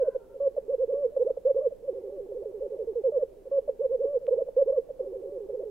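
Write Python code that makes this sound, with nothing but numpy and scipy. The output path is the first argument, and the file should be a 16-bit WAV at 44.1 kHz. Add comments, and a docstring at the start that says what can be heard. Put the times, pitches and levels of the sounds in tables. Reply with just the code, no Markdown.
"""Black grouse on a bog at dawn

Two near cocks and four distant ones sing one phrase: arched coos broken by pops, then an even run of
bubbles climbing in pitch and effort. Each note swells as it crosses the resonance of the inflated neck.
Pines scatter a faint echo; a far bird calls nasally, the air rumbles softly and a twig ticks."""
import sys
import numpy as np
from scipy import signal
from scipy.fft import rfft, irfft
from scipy.io import wavfile

SR = 44100
rng = np.random.default_rng(int(sys.argv[2]) if len(sys.argv) > 2 else 0)


def unload_wav(signal):
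    """Save mono or channel-first audio to the path in sys.argv[1] as 16-bit WAV at rate SR, clipped to [-1, 1]."""
    wavfile.write(
        sys.argv[1],
        SR,
        np.round(np.clip(np.atleast_2d(signal).T, -1, 1) * 32767).astype(np.int16),
    )


N = 251370

# Resonances of the inflated neck, in series: centre_hz, bandwidth_hz
NECK_MODES = [(535, 45), (464, 52)]
# Transmission of overtones by the throat: frequency_hz, gain_db
THROAT_RESPONSE = [(650, -52), (850, -54.5), (1000, -56), (1130, -56.5), (1230, -70), (1700, -69.5),
                   (2500, -86)]
# Coos of the nominal phrase: start_s, rise_s, fall_s, start_hz, top_hz, end_hz, effort_db
COOS = [(-.067, .01, .021, 455, 575, 440, -24.5), (-.004, .047, .032, 549, 563, 499, -9),
        (.275, .035, .037, 406, 583, 471, -11), (.376, .037, .03, 420, 544, 452, -12),
        (.472, .038, .034, 404, 582, 320, -12), (.532, .079, .05, 548, 577, 424, -11.5),
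        (.788, .029, .009, 434, 522, 390, -8), (.843, .047, .017, 372, 655, 361, -9),
        (1.045, .04, .024, 495, 582, 512, -4.2), (1.14, .033, .016, 384, 564, 484, -9),
        (1.2, .026, .049, 511, 622, 401, -8.7), (1.495, .004, .032, 395, 392, 345, -15),
        (2.785, .023, .026, 625, 612, 412, -9)]
# Pops of the nominal phrase: start_s, fall_s, top_hz, end_hz, effort_db
POPS = [(.161, .018, 635, 480, -4.6), (.759, .012, 565, 508, -5), (.965, .006, 615, 410, -8.6),
        (1.473, .02, 575, 400, -13.5)]
# Pops outside the phrase: start_s, fall_s, top_hz, end_hz, effort_db
LONE_POPS = [(.144, .018, 570, 430, -12), (4.459, .018, 570, 450, -21)]
# Course of the bubble run in the nominal phrase: time_s, top_hz, effort_db
BUBBLE_RUN = [(1.55, 398, -15.4), (2.3, 442, -15.8), (2.55, 479, -13.8), (2.632, 544, -10.2),
              (2.715, 594, -8.6)]
# Phrases of the two near cocks: start_s, stretch_ratio, pitch_ratio, gain_db, relative_echo_db
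NEAR_PHRASES = [(-2.746, 1.0, 1.003, 0, -30), (.402, 1.0, 1.0, 0, -31), (3.514, 1.002, 1.0, .3, -30),
                (-1.586, .995, 1.002, -13.5, -18), (1.543, 1.012, 1.012, -13, -18),
                (4.726, 1.006, 1.006, -11.6, -17)]
# Left level over right after the path across the ground: frequency_hz, balance_db
PATH_BALANCE = [(345, -2.4), (430, -4.6), (475, -4.4), (517, -2.8), (560, -1.8), (1200, -2.0)]
# Phase by which left leads right on that path: frequency_hz, lead_rad
PATH_PHASE = [(390, 0), (517, .3), (600, .11)]
# Scattering by pines, stronger for overtones than for the low coo: frequency_hz, gain_db
PINE_SCATTER = [(650, 0), (900, 15)]
# Notes of the far, nasal bird: start_s, length_s, pitch_hz, level_db
NASAL_NOTES = [(0, .11, 495, -61), (.09, .08, 495, -63), (.18, .1, 452, -67), (.285, .075, 450, -67.5),
               (.78, .05, 442, -77), (1.07, .04, 440, -75), (1.28, .11, 437, -78), (1.56, .12, 438, -78)]
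# Its harmonics: harmonic_number, gain_db
NASAL_HARMONICS = [(2, 0), (3, -3), (4, -24)]
# Spectrum of still air, the blur of the far lek and hiss: frequency_hz, relative_density_db
AIR_SPECTRUM = [(15, -2), (28, 0), (40, 1.5), (65, -7.5), (150, -14), (290, -10.5), (420, -5), (540, -4),
                (680, -15.5), (1200, -32.5), (2000, -36), (4500, -40.5), (15500, -40.3)]
# Likeness of that noise in the two ears: frequency_hz, correlation_ratio
AIR_COHERENCE = [(30, .88), (120, .7), (500, .75), (1200, .5), (3000, .35), (8000, .15), (15000, .18)]
# Its left level over right: frequency_hz, balance_db
AIR_BALANCE = [(30, -2.8), (200, -2.0), (1000, -1.0), (2500, .2), (12000, -.5)]
# Tick of a twig: start_s, relative_peak_db
TWIG_TICKS = [(4.2682, -45)]
# Spectrum of the tick: frequency_hz, gain_db
TWIG_SPECTRUM = [(300, -20), (1000, 0), (2500, 0), (3800, -4), (4600, -22), (8000, -28), (15000, -40)]


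def amp(db):
    """Amplitude ratio of a level in decibels."""
    return 10 ** (np.asarray(db) / 20)


def unit_rms(x):
    """Normalisation to unit mean power."""
    return x / np.sqrt(np.mean(x ** 2) + 1e-20)


def curve_at(points, hz):
    """Interpolation along a logarithmic frequency axis."""
    knots_hz, values = np.transpose(points)
    return np.interp(np.log(hz + 1), np.log(knots_hz + 1), values)


def add(mix, start_s, sound):
    """Superposition of a sound on the mix; its onset may precede time zero."""
    at = round(start_s * SR)
    sound = sound[max(-at, 0):]
    part = mix[max(at, 0):][:len(sound)]
    part += sound[:len(part)]


def waver(samples, rate_hz):
    """Random modulation: Gaussian values joined by straight lines."""
    steps = np.arange(samples) * rate_hz / SR
    return np.interp(steps, np.arange(256), rng.standard_normal(256), period=256)


def glide(u, bend, ease):
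    """Power-law glide: share of the way from a note's top pitch (u = 0) to its edge (u = 1)."""
    return 1 - (1 - np.clip(u, 0, 1) ** bend) ** ease


def coo(rise_s, fall_s, start_hz, top_hz, end_hz, effort_db, pitch_ratio,
        swell_db=5, throat_db=1.2, puff_db=-50):
    """Source and filter: an arching tone drives the neck; the throat adds weak, rough overtones."""
    attack_s, release_s, throat_limit_db = .0027, .0036, -8
    length_s = rise_s + fall_s
    t = np.arange(0, length_s + .06, 1 / SR)  # time for the neck to ring out
    hz = top_hz + (start_hz - top_hz) * glide(1 - t / rise_s, bend=1.9, ease=1.91)
    hz += (end_hz - top_hz) * glide((t - rise_s) / fall_s, bend=1.25, ease=.79)
    hz = pitch_ratio * hz * (1 + .008 * waver(len(t), rate_hz=200))
    phase = 2 * np.pi * np.cumsum(hz) / SR
    opening = np.clip(t / attack_s, 0, 1) * np.clip((length_s - t) / release_s, 0, 1)
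    gate = np.sin(np.pi / 2 * opening) ** 2
    past_middle = np.minimum(t / length_s - .5, .5)
    source = gate * amp(effort_db + swell_db * past_middle) * np.exp(1j * phase)
    # Effort beyond the throat's limit brightens the overtones instead of driving them harder.
    throat_drive = amp(min(effort_db, throat_limit_db))
    tilt_db = -6 + 1.2 * max(effort_db - throat_limit_db, 0)
    overtones = sum(amp(curve_at(THROAT_RESPONSE, k * hz) + throat_db + tilt_db * (k - 2))
                    * np.cos(k * phase) for k in range(2, 5))
    late_swell = amp(swell_db * np.clip(past_middle, 0, .3))
    roughness = 1 + .35 * waver(len(t), rate_hz=200)
    throat = overtones * gate * late_swell * roughness + airway_puff(t, length_s, puff_db)
    return neck(source) + throat_drive * throat


def neck(source, leak_db=-33):
    """Forced resonance: the inflated neck responds most as the pitch crosses its modes."""
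    ring = source
    for centre_hz, bandwidth_hz in NECK_MODES:
        radius = np.exp(-np.pi * bandwidth_hz / SR)
        pole = radius * np.exp(2j * np.pi * centre_hz / SR)
        ring = signal.lfilter([1 - radius], [1, -pole], ring)
    return (ring - amp(leak_db) * source).real


def airway_puff(t, shut_s, level_db, width_s=.007, band_hz=(580, 920)):
    """Band-limited noise in a Gaussian envelope: the soft puff of the airway shutting."""
    band = signal.butter(4, band_hz, "bandpass", fs=SR, output="sos")
    puff = signal.sosfilt(band, rng.standard_normal(len(t)))
    return amp(level_db) * unit_rms(puff) * np.exp(-((t - shut_s) / width_s) ** 2)


def pop(fall_s, top_hz, end_hz, effort_db, pitch_ratio, hold_s=.002):
    """Transient excitation: a clipped coo plunges in pitch and leaves the neck ringing."""
    return coo(hold_s, fall_s, top_hz, top_hz, end_hz, effort_db, pitch_ratio,
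               swell_db=4.5, throat_db=1, puff_db=-47)


def bubble(start_s, pitch_ratio, hold_s=.013, fall_s=.053, sag_hz=160, lowest_hz=345):
    """Downward frequency sweep: a note holds the pitch that the run has reached, then sags."""
    times, tops, efforts = np.transpose(BUBBLE_RUN)
    top_hz, effort_db = np.interp(start_s, times, tops), np.interp(start_s, times, efforts)
    end_hz = max(top_hz - sag_hz, lowest_hz)
    return coo(hold_s, fall_s, top_hz, top_hz, end_hz, effort_db, pitch_ratio,
               swell_db=2, throat_db=.5, puff_db=-49)


def phrase(start_s, stretch_ratio, pitch_ratio, run_start_s=1.549, beat_s=.0833, spread_db=.6):
    """Random variation of a pattern: coos, pops and 15 bubbles, each a little off in pitch and level."""
    def detuned():
        return pitch_ratio * (1 + .005 * rng.standard_normal())
    notes = [(s, coo(*shape, detuned())) for s, *shape in COOS]
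    notes += [(s, pop(*shape, detuned())) for s, *shape in POPS]
    notes += [(s, bubble(s, detuned())) for s in run_start_s + beat_s * np.arange(15)]
    song = np.zeros(N)
    for s, note in notes:
        add(song, start_s + s * stretch_ratio, amp(spread_db * rng.standard_normal()) * note)
    return song


def near_cocks(lone_echo_db=-24):
    """Direct and scattered sound: two cocks sing out of step, the farther with a larger share of echo."""
    direct = np.zeros(N)
    for start_s, *shape in LONE_POPS:
        add(direct, start_s, pop(*shape, pitch_ratio=1))
    to_trees = amp(lone_echo_db) * direct
    for start_s, stretch_ratio, pitch_ratio, gain_db, echo_db in NEAR_PHRASES:
        song = amp(gain_db) * phrase(start_s, stretch_ratio, pitch_ratio)
        direct += song
        to_trees += amp(echo_db) * song
    scatter = amp(curve_at(PINE_SCATTER, np.fft.rfftfreq(N, 1 / SR)))
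    return ground_path(direct) + pine_echo(irfft(rfft(to_trees) * scatter, N))


def ground_path(x):
    """Propagation over the ground gives each ear its own spectrum and phase."""
    hz = np.fft.rfftfreq(N, 1 / SR)
    left = amp(curve_at(PATH_BALANCE, hz) / 2) * np.exp(.5j * curve_at(PATH_PHASE, hz))
    return irfft(rfft(x) * np.array([left, 1 / left]), N)


def pine_echo(x, t60_s=.75, build_s=.035):
    """Scattering: sparse reflections from the pines build up, then decay exponentially in each ear."""
    t = np.arange(SR) / SR
    reflections = rng.standard_normal((2, SR)) * (rng.random((2, SR)) < .03)
    tail = reflections * amp(-60 * t / t60_s) * (1 - np.exp(-(t / build_s) ** 2))
    return signal.fftconvolve(x[None], tail / np.linalg.norm(tail[0]), axes=1)[:, :N]


def far_cocks(count=4, level_db=-52.7, direct_db=-2, balance_db=-2.2, period_s=3.13):
    """Reverberant blur: echoes outweigh the direct song of far cocks, each at his own time and pitch."""
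    song = np.zeros(N)
    for cock, (lag, detune) in enumerate(rng.random((count, 2))):
        pitch_ratio = .98 * (1 + .08 * (detune - .5))
        for turn in range(-1, 2):
            song += phrase((turn + (cock + lag) / count) * period_s, 1, pitch_ratio)
    blurred = unit_rms(amp(direct_db) * song + pine_echo(song))
    return amp(level_db) * blurred * amp([[balance_db / 2], [-balance_db / 2]])


def nasal_bird(arch=.025, sag=.04, jitter=.05, echo_db=-10):
    """Missing fundamental: hoarse, drooping notes are carried by their second and third harmonics."""
    calls = np.zeros(N)
    for start_s, length_s, pitch_hz, level_db in NASAL_NOTES:
        u = np.linspace(0, 1, round(length_s * SR))
        contour = 1 + arch * np.sin(np.pi * u) - sag * (u - .5)
        hz = pitch_hz * (contour + jitter * waver(len(u), rate_hz=300))
        phase = 2 * np.pi * np.cumsum(hz) / SR
        note = sum(amp(db) * np.sin(k * phase) for k, db in NASAL_HARMONICS)
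        add(calls, start_s, amp(level_db) * note * signal.windows.tukey(len(u), .5))
    return calls + amp(echo_db) * pine_echo(calls)


def air(level_db=-55.2):
    """Partial coherence: steady background noise is most alike at the two ears in the bass."""
    hz = np.fft.rfftfreq(N, 1 / SR)
    noise = rng.standard_normal((4, len(hz)))
    left, independent = noise[::2] + 1j * noise[1::2]
    coherence = curve_at(AIR_COHERENCE, hz)
    right = coherence * left + np.sqrt(1 - coherence ** 2) * independent
    gain_db = curve_at(AIR_SPECTRUM, hz) + np.array([[.5], [-.5]]) * curve_at(AIR_BALANCE, hz)
    return amp(level_db) * unit_rms(irfft(np.array([left, right]) * amp(gain_db), N))


def twig(decay_s=.0006, splinter=.07, gain_db=4, echo_db=-22):
    """Impulsive excitation: a twig in the heather ticks, with a brief tail of splintering noise."""
    ticks, t = np.zeros(N), np.arange(1024) / SR
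    spectrum = amp(curve_at(TWIG_SPECTRUM, np.fft.rfftfreq(len(t), 1 / SR)))
    response = np.fft.fftshift(irfft(spectrum))
    for start_s, peak_db in TWIG_TICKS:
        snap = (t == 0) + splinter * rng.standard_normal(len(t)) * np.exp(-t / decay_s)
        tick = signal.fftconvolve(snap, response)
        add(ticks, start_s - len(t) / 2 / SR, amp(peak_db + gain_db) * tick / abs(tick).max())
    return ticks + amp(echo_db) * pine_echo(ticks)


def scene():
    """Linear superposition of the lek and its surroundings."""
    return near_cocks() + far_cocks() + nasal_bird() + twig() + air()


def record(dry, cutoff_hz=15750):
    """Band limiting: a linear-phase low-pass filter removes the highest treble."""
    lowpass = signal.firwin(511, cutoff_hz, window=("kaiser", 9), fs=SR)
    return signal.oaconvolve(dry, lowpass[None], "same")


dry = scene()
out = record(dry)
unload_wav(out)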